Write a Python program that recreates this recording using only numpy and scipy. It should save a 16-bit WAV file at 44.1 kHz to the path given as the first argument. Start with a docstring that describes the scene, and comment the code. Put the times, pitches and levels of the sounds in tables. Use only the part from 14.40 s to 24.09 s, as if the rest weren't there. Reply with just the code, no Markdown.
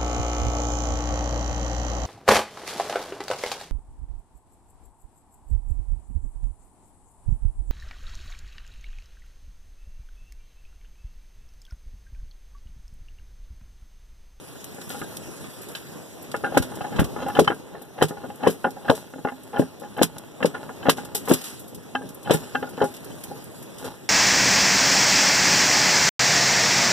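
"""A winter wood: a wooden-handled peeling iron is jabbed again and again under the bark of a felled log.
Over soft outdoor air and rustle, the blade slides in stick-slip and rings on hard spots; fibres tear
with a bright crackle and bark snaps. The handle knocks and rattles, the loosening slab thuds.
A small camera's two close capsules hear it; delayed cross-subtraction widens the image."""
import sys
import numpy as np
from scipy import signal
from scipy.fft import rfft, irfft
from scipy.io import wavfile
from scipy.ndimage import uniform_filter1d

SR = 44100
rng = np.random.default_rng(int(sys.argv[2]) if len(sys.argv) > 2 else 0)


def materialize(psi):
    """Save the field psi as 16-bit PCM at rate SR to the path in sys.argv[1].

    A 1-D psi becomes a single channel; in a 2-D psi each row is a channel.
    """
    bounded = np.clip(np.atleast_2d(psi).T, -1, 1)
    quanta = np.round(bounded * 32767).astype(np.int16)
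    wavfile.write(sys.argv[1], SR, quanta)


N = 427329

# handle modes: pitch_hz
HANDLE_HZ = [261, 545, 775, 824, 1000, 1115, 1255, 1422, 1595, 1710, 2038, 2710, 3115, 3950, 5170]
# ring of each handle mode: level_db, base_t60_s
HANDLE_RING = [(3, 0.22), (-1, 0.057), (-4.5, 0.048), (-2, 0.12), (-2.5, 0.023), (-10, 0.029), (-5, 0.035),
               (2, 0.038), (-10, 0.12), (1.5, 0.031), (3, 0.016), (-6, 0.04), (-15, 0.062), (0, 0.0082),
               (-52, .03)]
HANDLE_MODES = np.column_stack([HANDLE_HZ, HANDLE_RING])
# slab and log modes: pitch_hz, level_db, base_t60_s
SLAB_MODES = [(60.3, 19, 0.2), (85, 11.5, 0.1), (123, -25, 0.073), (158.4, 8.5, 0.18), (205.4, 0.5, 0.13),
              (255.5, 3.5, 0.2), (327, 0.5, 0.092), (370, 1, 0.16), (430.6, 10.5, 0.14), (474, -6.5, 0.12),
              (572, 3, 0.098), (624, 4, 0.14), (700, -30, 0.033), (862, 8.5, 0.083), (1168, -6.5, 0.066)]
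# jabs that ram home: start_s, level_db, favoured_hz, rebound_after_ms, rebound_db, rebound_hz
JABS = [(2.1712, -4, 430, 29, -11.5, 144), (2.594, -1, 190, 24, -9, 216), (2.989, -2.5, 560, 29, -11, 200),
        (3.6224, -4, 408, 19.8, -12.5, 205), (4.071, -3.5, 570, 11, -11.5, 234),
        (4.4982, -4, 534, 16.8, -12.5, 490), (5.196, -4, 307, 28, -17, 325),
        (5.6152, -4.5, 345, 21, -13, 148), (6.047, -6, 380, 22, -23, 214),
        (6.486, -3.5, 446, 17.5, -16, 233), (6.9139, -4, 418, 27, -18, 210), (7.908, -4, 356, 37, -11, 148)]


def amp(db):
    return 10 ** (np.asarray(db) / 20)


def unit_rms(x):
    return x / np.sqrt(np.mean(x ** 2) + 1e-20)


def at_hz(points, hz):
    points_hz, values = np.transpose(points)
    return np.interp(np.log(hz + 1), np.log(points_hz + 1), values)


def at_time(points, time_s):
    return np.interp(time_s, *np.transpose(points))


def filtered(x, gain_at_hz):
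    n = x.shape[-1]
    return irfft(rfft(x) * gain_at_hz(np.fft.rfftfreq(n, 1 / SR)), n)


def delayed(x, delay_ms):
    return filtered(x, lambda hz: np.exp(-2j * np.pi * hz * delay_ms / 1000))


def add(mix, start_s, sound):
    part = mix[:, max(round(start_s * SR), 0):][:, :sound.shape[1]]
    part += sound[:, :part.shape[1]]


def ringing(modes, t, weight_db=0., t60_scale=1, pitch_scale=1):
    """Impulse response of decaying modes."""
    hz, level_db, t60_s = np.transpose(modes)[:, :, None]
    envelope = amp(level_db + weight_db - 60 * t / (t60_s * t60_scale))
    return (envelope * np.sin(2 * np.pi * hz * pitch_scale * t)).sum(0)


def add_strike(mix, start_s, peak_db, drive, response, base_lag_ms=0.098):
    """One blow at both capsules; the path round the log shifts and colours the right one."""
    # path to the right capsule: freq_hz, gain_db, lag_factor
    path = [(60, -3, .3), (150, 1.5, 0.34), (310, 4, 1.4), (570, -2, 2.84), (1010, -15.5, 0.35),
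            (2100, 2, 0.45), (3700, -8.5, 0.41)]
    path_hz, gain_db, lag_factor = np.transpose(path)

    def path_gain(hz):
        lag_ms = base_lag_ms * np.interp(hz, path_hz, lag_factor)
        return amp(np.interp(hz, path_hz, gain_db)) * np.exp(-2j * np.pi * hz * lag_ms / 1000)

    left = signal.fftconvolve(drive, response)
    left = np.pad(amp(peak_db) * left / abs(left).max(), 64)
    add(mix, start_s - 64 / SR, np.array([left, filtered(left, path_gain)]))


def noise_bed(spectrum, coherence_at_hz, patch_db, flicker_db):
    """Stereo noise with drifting patches and a flicker common to all bands."""
    frames, hz = N // 128 + 5, np.fft.rfftfreq(512, 1 / SR)
    left_re, left_im, own_re, own_im, patches = rng.standard_normal((frames, 257, 5)).T
    patches = unit_rms(uniform_filter1d(uniform_filter1d(patches, 8, 0), 20, 1))
    spikes = np.minimum(rng.exponential(1, frames), 3.5) ** 2
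    flicker = unit_rms(uniform_filter1d(spikes, 4) - 2)
    coherence = coherence_at_hz(hz)[:, None]
    left = left_re + 1j * left_im
    right = coherence * left + np.sqrt(1 - coherence ** 2) * (own_re + 1j * own_im)
    gain = amp(at_hz(spectrum, hz)[:, None] + patch_db * patches + flicker_db * flicker)
    return unit_rms(signal.istft(np.array([left, right]) * gain, nperseg=512, noverlap=384)[1][:, :N])


def outdoor_air():
    """Low air noise; it swells briefly round each jab as log and snow shudder."""
    # air level: time_s, level_db
    levels = [(0.0, -46.5), (0.59, -42), (1.19, -44), (1.8, -43.5), (2.1, -39.5), (3.1, -40), (3.43, -51),
              (3.75, -45), (4.94, -48.5), (5.4, -45.5), (5.86, -48), (6.4, -42), (7.18, -46), (7.77, -45.5),
              (8.3, -41.5), (8.6, -43), (9.69, -45.5)]
    # air spectrum: freq_hz, density_db
    spectrum = [(25, -27), (50, 8), (100, 7.5), (200, 4), (400, -1.5), (800, -12), (1500, -21.5),
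                (2500, -25.5), (5000, -36)]
    # likeness of the capsules: freq_hz, coherence
    coherence = [(60, 0.77), (200, 0.97), (600, 0.21), (1500, 0.029), (4000, .05)]
    t = np.arange(N) / SR
    shudder = sum(amp(db - 30.5) * np.exp(-abs(t - jab_s) / 0.03) for jab_s, db, *_ in JABS)
    bed = noise_bed(spectrum, lambda hz: at_hz(coherence, hz), patch_db=1.7, flicker_db=1.14)
    return (amp(at_time(levels, t)) + shudder) * amp(7.5) * bed


def rustle():
    """Dry hiss of bark crumbs and clothes."""
    # rustle level: time_s, level_db
    levels = [(0.0, -52), (0.51, -47), (1.83, -51), (2.97, -51), (3.43, -58.5), (4.18, -54.5), (5.5, -57),
              (6.53, -53.5), (6.75, -58), (6.93, -41.5), (7.26, -54.5), (7.83, -56), (8.02, -48),
              (8.31, -54), (8.83, -50), (9.5, -54), (9.69, -55.5)]
    # rustle spectrum: freq_hz, density_db
    spectrum = [(500, -2), (1500, 11), (3000, 4), (4500, 1.5), (6500, 5.5), (9000, 7), (11500, 8),
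                (13000, 3.5), (14500, -3.5)]
    bed = noise_bed(spectrum, lambda hz: np.full_like(hz, 0.034), patch_db=2.5, flicker_db=1.03)
    return amp(at_time(levels, np.arange(N) / SR) + 3.5) * bed


def wood_scatter(direct, t60_s=0.077):
    """Faint short return from snow, log and trees, different at each capsule."""
    t = np.arange(6000) / SR
    response = rng.standard_normal((2, 6000)) * amp(-60 * t / t60_s) * (t > .002)
    response /= np.linalg.norm(response[0])
    return amp(-17.5) * signal.fftconvolve(direct, response, axes=1)[:, :N]


def blade_slide(slips_per_s=500):
    """Stick-slip between bark and wood: small random slips ring handle and slab."""
    # blade strokes: middle_s, half_length_s, level_db
    strokes = [(0.037, 0.17, -33), (.8, 0.97, -34), (2.1, 0.11, -34), (2.377, 0.29, -24.5),
               (2.84, 0.13, -18.5), (3.39, 0.16, -27), (3.816, 0.15, -26.5), (4.532, 0.15, -23.5),
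               (5.04, 0.71, -37), (5.783, 0.17, -28.5), (6.23, 0.26, -27), (6.675, 0.16, -26),
               (7.61, 0.28, -35.5), (8.04, 0.24, -28.5), (8.322, 0.22, -29), (8.9, 0.55, -34.5),
               (9.468, 0.091, -18)]
    t = np.arange(N) / SR
    slips = (rng.random(N) < slips_per_s / SR) * rng.standard_normal(N)
    slips *= amp(3.1 * np.minimum(rng.exponential(1, N), 2.5))
    handle = unit_rms(ringing(HANDLE_MODES, t[:5000], t60_scale=0.97))
    slab = unit_rms(ringing(SLAB_MODES, t[:5000], t60_scale=0.23))
    swell = sum(amp(db - 18 * abs(t - middle_s) / half_s) for middle_s, half_s, db in strokes)
    scrape = swell * amp(-8.5) * unit_rms(signal.oaconvolve(slips, handle + 3.5 * slab)[:N])
    return np.array([scrape, delayed(scrape, delay_ms=0.034)])


def fibre_tears(faint_count=30, rise_ms=1.38):
    """Bursts of tiny snaps of very unequal size; each capsule hears partly different ones."""
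    # tearing fibres: start_s, level_db, decay_s, tilt_db_per_octave, right_trim_db
    tears = [(0.2415, -22.5, 0.034, 12.5, -9), (0.4122, -31.5, 0.065, 0.5, -2), (0.4903, -27, 0.13, 9, -6),
             (0.5029, -26.5, 0.48, 1.5, -16), (0.59, -28.5, 0.1, 8, -7), (0.7672, -23, 0.038, 8, -0.5),
             (1.0388, -32, 0.3, -3, -5), (1.215, -29.5, .12, 12, -4), (1.284, -31, .13, 9, -3),
             (1.3495, -36, 0.22, 0.5, 6.5), (1.823, -28, .066, 18, -6), (1.9147, -33, 0.068, 2, 0.5),
             (1.963, -32.5, 0.036, 2, -2.5), (2.0423, -28, 0.15, -6, 7), (2.146, -22, 0.15, -6.5, .1),
             (2.173, -12.5, 0.072, 3, -5), (2.2205, -26.5, 0.14, 3, 0), (2.353, -31.5, .09, 6, -2),
             (2.4124, -20, 0.052, -6, -5), (2.561, -24, 0.1, -4.5, 0), (2.5948, -17.5, 0.089, 5.5, -8),
             (2.6414, -25.5, 0.073, 2.5, -3), (2.882, -31, .079, 11, -5), (2.9502, -32, .099, -3, 4),
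             (2.9682, -23, 0.16, -6, 3), (2.9916, -13.5, 0.11, 2, -5.5), (3.044, -24.5, .06, -1.5, -2),
             (3.0754, -29, 0.13, -1.5, -5), (3.418, -29.5, 0.063, 17, -5), (3.6222, -13.5, .12, 2, -7.5),
             (3.682, -28.5, 0.13, 4, -4), (3.955, -34, .04, 13, -5), (4.0714, -16, 0.17, -1, -15),
             (4.099, -25.5, 0.19, 9, -4), (4.4953, -15.5, 0.081, -4.5, -1), (4.4992, -26.5, 0.23, 3, -7),
             (4.548, -27.5, 0.29, 5, -6), (5.033, -33, 0.027, 15, -5), (5.1927, -27.5, 0.2, 4, -8),
             (5.397, -36, 0.022, 7, -2), (5.573, -32, 0.044, 16, -8), (5.6217, -20, 0.084, 1, 4.5),
             (5.6293, -7, 0.079, 3.5, -9), (5.7814, -26, 0.036, 5.5, -5), (6.0277, -21.5, 0.2, -4.5, 0.5),
             (6.0542, -16.5, 0.089, 1, -9), (6.4945, -9, 0.095, 2, -2), (6.568, -26, 0.3, 0, -10.5),
             (6.6478, -27.5, 0.072, 6, -8), (6.7476, -10.5, 0.13, 6.5, -4.5), (6.852, -30.5, 0.21, 7, -7),
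             (6.8823, -18, 0.2, 14, -5), (6.8899, -19.5, 0.26, 0.5, -9), (6.914, -15, 0.24, 1.5, -18),
             (6.9351, -10.5, .06, 5.5, -3.5), (7.011, -26, .1, 2, -14), (7.0379, -24, 0.57, 3.5, -6),
             (7.1935, -28, 0.12, 14, -6), (7.2774, -31.5, 0.11, 12, -6), (7.5544, -32, .14, -3.5, -3),
             (7.745, -22.5, 0.028, 22, -6), (7.9065, -14.5, 0.22, -1.2, -2.5),
             (7.9344, -12.5, 0.13, 9, -12), (8.29, -32.5, .11, 13, -5), (8.4168, -28.5, 0.088, -3, 1.5),
             (8.438, -27, 0.24, 4.5, -8), (8.538, -30, 0.15, 3.5, -8), (8.565, -31, 0.046, 6, -4),
             (8.6438, -31, 0.046, 10, -1.5), (8.8367, -25, 0.076, 20, -5), (9.039, -31, 0.044, 19, -1.5),
             (9.223, -30.5, .088, 9, -11), (9.3801, -33, 0.49, 5, -6), (9.4423, -30, 0.25, 3, -2)]
    # tear spectrum: freq_hz, density_db
    spectrum = [(300, 11.5), (1500, 11), (3000, 7), (4500, 4), (6500, 4), (9000, 6), (11500, 4.5),
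                (13000, 0), (14500, -13)]
    mix, t = np.zeros((2, N)), np.arange(8192) / SR
    # faint extra tears at random times, scattered in level and side
    faint = [-39, 0.074, 8.5, -5.5] - rng.standard_normal((faint_count, 4)) * [6, 0, 0, 6]
    rows = [*tears, *np.column_stack([rng.random(faint_count) * N / SR, faint])]
    noises = rng.standard_normal((len(rows), 2, len(t)))
    for (start_s, level_db, decay_s, tilt_db, right_trim_db), noise in zip(rows, noises):
        size_db = 1.8 * np.minimum(rng.exponential(1, len(t) // 32), 4)
        snaps = noise * amp(np.repeat(size_db, 32))
        snaps[1] = 0.13 * snaps[0] + 1.47 * snaps[1]
        crackle = filtered(
            snaps, lambda hz: amp(at_hz(spectrum, hz) + tilt_db * np.log2(hz / 7000 + 0.023)))
        attack = (1 - np.exp(-t * 1000 / rise_ms)) ** 2
        envelope = attack * amp(-60 * (t / min(decay_s, .5)) ** 0.87)
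        burst = unit_rms(crackle) * envelope / envelope.max()
        add(mix, start_s, amp(level_db - 5) * burst * amp([[0], [right_trim_db]]))
    return mix


def bark_snaps():
    """Dry bark breaks: a click a couple of cycles long, then smaller splinters."""
    # single snaps: start_s, peak_db, centre_hz
    snaps = [(.243, -23, 7000), (.503, -20.5, 4000), (0.617, -37, 3000), (.77, -26, 8000),
             (2.177, -13, 8000), (2.994, -20, 8000), (3.42, -36, 9000), (3.624, -22, 7000),
             (4.501, -11, 4000), (5.398, -38, 7500), (5.783, -39, 6000), (6.497, -4, 5000),
             (6.75, -18, 9000), (6.759, -20, 9000), (8.839, -21, 9000)]
    mix, t = np.zeros((2, N)), np.arange(300) / SR
    for start_s, peak_db, centre_hz in snaps:
        splinters = 0.11 * rng.standard_normal(300) ** 3 * np.exp(-t / 0.00084)
        splinters[0] = 1
        click = np.sin(2 * np.pi * centre_hz * t) * np.exp(-1.6 * centre_hz * t)
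        add_strike(mix, start_s, peak_db, splinters, click)
    return mix


def blade_rings():
    """Bare steel chatters on something hard, ringing the modes nearest the favoured pitch."""
    # blade modes: pitch_hz, level_db, t60_s
    modes = [(1630, -3.5, 0.066), (2670, -13, 0.044), (3074, -10.5, 0.058), (3958, -8, 0.014),
             (5230, -28, 0.081)]
    # hard touches: start_s, peak_db, favoured_hz, chatter_ms
    touches = [(1.35, -22, 3300, 0.73), (2.413, -30, 3150, 2), (2.562, -29, 2750, 2.7),
               (2.95, -26, 3130, 2), (3.076, -16, 3160, 2), (3.622, -20, 3130, 2.9),
               (4.032, -33, 3130, 3.1), (4.073, -19, 3000, 3), (4.246, -31, 3170, 1.8),
               (4.452, -38, 3130, 5), (4.484, -19, 1600, 2.3), (4.5, -20, 3100, 3.4), (4.885, -42, 2900, 2),
               (5.163, -30.5, 2900, 4.8), (5.194, -28, 2900, 2), (5.447, -46, 3130, 2.4),
               (5.567, -33, 3130, 3), (5.615, -29, 3130, 2), (6.028, -29.5, 3130, 2.5),
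               (6.428, -33, 3000, 5), (6.492, -10, 3130, 2.1), (7.552, -16, 2080, 1.3),
               (7.849, -36, 3130, 9.8), (7.907, -17, 3720, 2), (8.149, -24, 2160, 2),
               (8.228, -36, 3130, 2.4), (8.371, -34, 3000, 5), (8.406, -28, 1600, 2),
               (8.418, -24, 3000, 2.5), (8.714, -41, 3130, 1.5)]
    mix, t = np.zeros((2, N)), np.arange(6000) / SR
    mode_hz = np.array(modes)[:, :1]
    for start_s, peak_db, favoured_hz, chatter_ms in touches:
        chatter = rng.standard_normal(800) ** 3 * np.exp(-t[:800] * 1000 / chatter_ms)
        blade = ringing(modes, t, weight_db=-12 * abs(np.log2(mode_hz / favoured_hz)))
        add_strike(mix, start_s, peak_db, chatter, blade)
    return mix


def handle_knocks(rattle_rise_ms=3.18, graze_samples=100):
    """A firm contact and a quick rattle ring the handle; longer contact is duller."""
    # tool knocks: start_s, level_db, favoured_hz, contact_ms, rattle_ms
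    knocks = [(.384, -28, 700, 0.37, 1.5), (0.5, -25, 810, 0.39, 3.8), (0.544, -25.5, 784, 0.26, 4.7),
              (0.615, -21, 1410, 0.35, 4.8), (1.943, -16, 1050, 0.47, 1.44), (1.947, -15, 1530, 0.39, 4.6),
              (2.039, -14.5, 1050, 0.58, 1.8), (2.044, -12, 1550, 0.44, 3), (2.064, -23, 1050, 0.33, 3),
              (2.07, -17.5, 1550, 0.97, 3.3), (2.121, -24, 781, 0.31, 10), (2.142, -22, 800, 0.31, 1.5),
              (2.147, -16, 807, 0.32, 2.5), (2.169, -13, 800, .4, 2.3), (2.173, -3, 1380, 0.14, 5.3),
              (2.222, -24, 727, .28, 4), (2.318, -28, 829, 0.21, 7.6), (2.408, -19.5, 821, 0.28, 5.9),
              (2.442, -19.5, 816, 0.25, 7.5), (2.524, -27, 821, 0.16, 18), (2.56, -26, 818, 0.16, 2.7),
              (2.586, -13, 1700, 0.46, 4.3), (2.591, -9.5, 1330, 0.24, 17), (2.762, -21, 824, 0.47, 4.5),
              (2.787, -24.5, 826, 0.37, 2.9), (2.821, -23, 703, 0.16, 2.2), (2.832, -32, 1400, .25, 5),
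              (2.862, -17.5, 780, 0.34, 9.2), (2.884, -19, 770, 0.2, 6.3), (2.9, -21.5, 800, .3, 2.4),
              (2.952, -18, 824, 0.23, 3.5), (2.965, -16, 800, 0.33, 1.4), (2.969, -15, 1100, 0.18, 6),
              (2.992, -3.5, 950, 0.22, 3.4), (3.074, -17, 1100, 0.53, 1.7), (3.077, -1, 1320, 0.27, 4.8),
              (3.103, -10, 1350, 0.38, 9.1), (3.118, -19, 1340, 0.3, 9.9), (3.352, -23, 825, 0.44, 7.1),
              (3.414, -28.5, 780, 0.41, 2.9), (3.581, -22.5, 708, 0.18, 26), (3.612, -13.5, 700, 0.35, 1.5),
              (3.617, -7, 1460, 0.21, 2), (3.623, -7, 1040, 0.12, 8.9), (3.709, -24.5, 729, 0.53, 18),
              (3.769, -28.5, 800, .16, 5.5), (3.836, -26.5, 797, 0.71, 16), (3.902, -25, 834, 0.39, 3.9),
              (4.001, -28.5, 786, 0.17, 29), (4.029, -22, 600, .4, 2.5), (4.033, -14, 845, .18, 21),
              (4.061, -17, 703, 0.099, 2.1), (4.066, -11, 800, 0.35, 2.9), (4.071, -14, 734, 0.17, 5.5),
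              (4.243, -8, 900, 0.44, 8), (4.267, -15, 806, 0.63, 10), (4.365, -27.5, 810, 0.66, 8.1),
              (4.446, -29, 815, 0.3, 11), (4.482, -20, 800, 0.25, 2), (4.487, -16, 1400, 0.32, 6.8),
              (4.498, -3, 745, 0.3, 4.9), (4.737, -24.5, 770, 0.13, 3), (4.783, -28, 767, 0.46, 5.2),
              (4.849, -10.5, 840, 0.42, 3.8), (4.872, -14, 1400, 0.56, 5), (4.886, -19.5, 1500, 0.32, 11),
              (4.921, -22, 825, 0.34, 6.6), (5.132, -22.5, 600, 0.33, 3), (5.141, -21.5, 703, 0.28, 13),
              (5.16, -17, 800, .3, 3), (5.168, -21, 800, 0.4, 7.3), (5.183, -25, 1400, .3, 3),
              (5.163, -20.5, 1600, 0.34, 12), (5.191, -24, 856, 0.15, 9.1), (5.219, -21, 890, 0.24, 3.1),
              (5.417, -25.5, 730, 0.99, 4.7), (5.433, -27, 756, 0.36, 17), (5.566, -29, 732, .15, 5.5),
              (5.583, -16.5, 805, 0.27, 5.7), (5.591, -13.5, 820, 0.2, 3.3), (5.613, -21, 700, 0.35, 1.4),
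              (5.616, -8.5, 750, 0.14, 6), (6.005, -22.5, 773, 0.47, 7.1), (6.026, -13.5, 800, 0.4, 2.6),
              (6.029, -10.5, 1700, .18, 1.7), (6.143, -20, 850, 0.099, 21), (6.233, -35, 800, 0.28, 10),
              (6.289, -23, 770, 0.61, 9.5), (6.429, -27, 1390, 0.17, 8.3), (6.455, -12, 703, 0.36, 4),
              (6.466, -12.5, 825, 0.24, 6.1), (6.485, -14, 918, 0.12, 4), (6.499, -7, 2038, 0.16, 3.5),
              (6.495, -2, 2050, 0.35, 2.5), (6.583, -20, 830, 0.24, 1.8), (6.75, -25.5, 767, 0.31, 1.8),
              (6.876, -18.5, 860, 0.2, 2.9), (6.884, -20.5, 818, .21, 4.1), (6.91, -11, 1050, 0.14, 6),
              (7.551, -14.5, 790, 0.32, 0.94), (7.554, -8.5, 1510, 0.25, 1.1),
              (7.616, -31.5, 783, 0.36, 6.3), (7.859, -25.5, 794, 0.16, 3.3), (7.874, -19, 794, 0.25, 3.9),
              (7.897, -11, 861, 0.2, 6.3), (7.941, -17, 703, 0.27, 4.3), (8.149, -13.5, 800, 0.65, 0.9),
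              (8.153, -8, 1610, 0.27, 2.4), (8.226, -18.5, 800, 0.33, 7.4), (8.27, -29.5, 807, 0.37, 16),
              (8.376, -25, 810, 0.34, 18), (8.404, -17.5, 800, 0.4, 3.3), (8.416, -10.5, 790, 0.52, 24),
              (8.91, -25.5, 780, 1, 6.7), (9.442, -26, 1000, 0.51, 15)]
    # looseness of the hand: time_s, t60_factor
    grip = [(0, 1.8), (3.0, 1.13), (3.07, 0.65), (3.95, 1), (4.2, 0.92), (7.0, 0.94), (7.5, 1.48),
            (9.69, 0.58)]
    mix, t = np.zeros((2, N)), np.arange(6000) / SR
    t_ms, mode_hz = t[:2000] * 1000, HANDLE_MODES[:, :1]
    for start_s, level_db, favoured_hz, contact_ms, rattle_ms in knocks:
        envelope = np.exp(-t_ms / rattle_ms) * np.minimum(t_ms / rattle_rise_ms, 1) ** 2
        rattle = 0.29 * rng.standard_normal(2000) ** 3 * envelope
        rattle[graze_samples] += 0.74  # firm contact
        push = np.exp(-.5 * ((t_ms[:200] / contact_ms - .5) / 0.17) ** 2)
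        drive = np.convolve(rattle, push)
        lag_ms = 0.098 * rng.normal(1, 0.91)
        # grip and contact point change which modes sound
        weight_db = -8 * abs(np.log2(mode_hz / favoured_hz)) + rng.normal(0, 2.2, mode_hz.shape)
        stuck_in_bark = any(abs(start_s - jab_s) < .013 for jab_s, *_ in JABS)
        t60_scale = (0.26 if stuck_in_bark else 0.91) * at_time(grip, start_s)
        handle = ringing(HANDLE_MODES, t, weight_db, t60_scale)
        add_strike(mix, start_s - graze_samples / SR, level_db + 1.5, drive, handle, lag_ms)
    return mix


def slab_blows(build_ms=3.023, contact_cycles=0.41):
    """Jabs, rebounds and bumps: a crunch builds and rings the slab modes near the favoured pitch."""
    # lighter bumps on the slab: start_s, level_db, favoured_hz
    bumps = [(0.614, -25, 254), (1.943, -26, 534), (2.037, -27, 523), (2.123, -28, 630), (2.521, -26, 360),
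             (2.643, -16, 159), (2.766, -28, 254), (2.859, -25, 244), (2.996, -8.5, 500), (3.001, -13, 300),
             (3.074, -23, 425), (3.101, -16, 520), (3.118, -21, 436), (3.348, -30.5, 415),
             (3.708, -22, 440), (3.844, -27.5, 443), (4.033, -25, 700), (4.093, -18.5, 298),
             (4.247, -21, 444), (4.268, -26, 417), (4.76, -29, 258), (4.79, -28.5, 266), (4.85, -15.5, 680),
             (5.141, -25.5, 520), (5.579, -24, 700), (6.458, -34, 242), (6.582, -35, 425),
             (6.749, -28, 690), (6.882, -25, 382), (6.9, -16, 450), (6.904, -13.5, 413), (6.92, -18, 348),
             (7.611, -31, 269), (7.64, -29.5, 249), (7.903, -15.5, 700), (7.934, -17, 403),
             (8.005, -29.5, 143), (8.226, -30, 528), (8.378, -25.5, 423), (8.415, -10.5, 550),
             (8.437, -13, 278), (8.909, -31.5, 540), (9.444, -32, 570)]
    # deep log modes answer less as work goes on: time_s, gain_db
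    deep_fade = [(0, 17), (3.2, 12.5), (4.2, -7), (9.69, -23)]
    mix, t = np.zeros((2, N)), np.arange(9000) / SR
    mode_hz = np.array(SLAB_MODES)[:, :1]
    # the slab is stiffer and deader while the blade presses
    pitch_excess, relax_ms, press_loss_db = 0.36, 3.7, -7
    relaxed = 1 - np.exp(-t * 1000 / relax_ms)
    stiffening = 1 + pitch_excess * relaxed * relax_ms / (t * 1000 + 1e-9)  # mean since contact
    build = t[:1500] * 1000 / build_ms
    blows = [(s, db, hz, 0.59) for s, db, hz, *_ in JABS]
    blows += [(s + after_ms / 1000, db, hz, 0.75) for s, _, _, after_ms, db, hz in JABS]
    blows += [(*bump, 1) for bump in bumps]
    for start_s, level_db, favoured_hz, t60_scale in blows:
        crunch = 0.11 * rng.standard_normal(1500) * build * np.exp(-build)
        crunch[round(build_ms * SR / 1000)] += 1
        push = np.sin(np.pi * np.minimum(t[:600] * favoured_hz / contact_cycles, 1)) ** 2
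        drive = np.convolve(crunch, push)
        # the slab hangs differently at each blow
        detune = rng.normal(1, 0.04, mode_hz.shape)
        spread_db = rng.normal(0, 3.2, mode_hz.shape)
        # lower blows reach the deep modes better
        deep_db = -22.5 - 14 * np.log2(favoured_hz / 200) + at_time(deep_fade, start_s)
        upper_db = -9 * abs(np.log2(mode_hz * (1 + pitch_excess) / favoured_hz))
        weight_db = np.where(mode_hz < 105, deep_db, upper_db) + spread_db
        slab = ringing(SLAB_MODES, t, weight_db, t60_scale, detune * stiffening)
        slab *= amp(press_loss_db * relaxed)
        add_strike(mix, start_s - build_ms / 1000, level_db + 8, drive, slab, base_lag_ms=0.088)
    return mix


def scene():
    background = outdoor_air() + rustle()
    work = handle_knocks() + blade_rings() + bark_snaps() + slab_blows() + fibre_tears() + blade_slide()
    return background + work + wood_scatter(work)


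def record(dry):
    """Two close capsules, each minus the delayed other; soft overload, then a band limit."""
    # body's colouring of the right capsule: freq_hz, gain_db
    shadow = [(1500, -2.5), (4000, 6.5), (8000, 0), (14000, 0)]
    # subtracted crossfeed: freq_hz, into_left_db, into_right_db
    crossfeed = [(1000, -.4, -.4), (3500, -.6, -.4), (4700, -2.5, -.5), (6500, -7, -3), (9000, -9, -7),
                 (14000, -9, -7)]
    # microphone response: freq_hz, gain_db
    mic_response = [(25, -30), (45, -10.5), (70, -8.5), (120, -1.5), (13500, -3), (14300, 2.5),
                    (14700, -41), (15200, -42), (16000, -60)]
    left, right = dry[0], filtered(dry[1], lambda hz: amp(at_hz(shadow, hz)))
    cross_hz, *sides_db = np.transpose(crossfeed)
    opposite = filtered(np.array([right, left]),
                        lambda hz: amp([np.interp(hz, cross_hz, db) for db in sides_db]))
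    wide = np.array([left, right]) - delayed(opposite, delay_ms=0.4477)
    wide = filtered(wide, lambda hz: amp(at_hz(mic_response, hz)))
    limited = wide / (1 + abs(wide) ** 6) ** (1 / 6)
    lowpass = signal.firwin(511, cutoff=16300, window=("kaiser", 9), fs=SR)
    return signal.oaconvolve(limited, lowpass[None], "same")


dry = scene()
out = record(dry)
materialize(out)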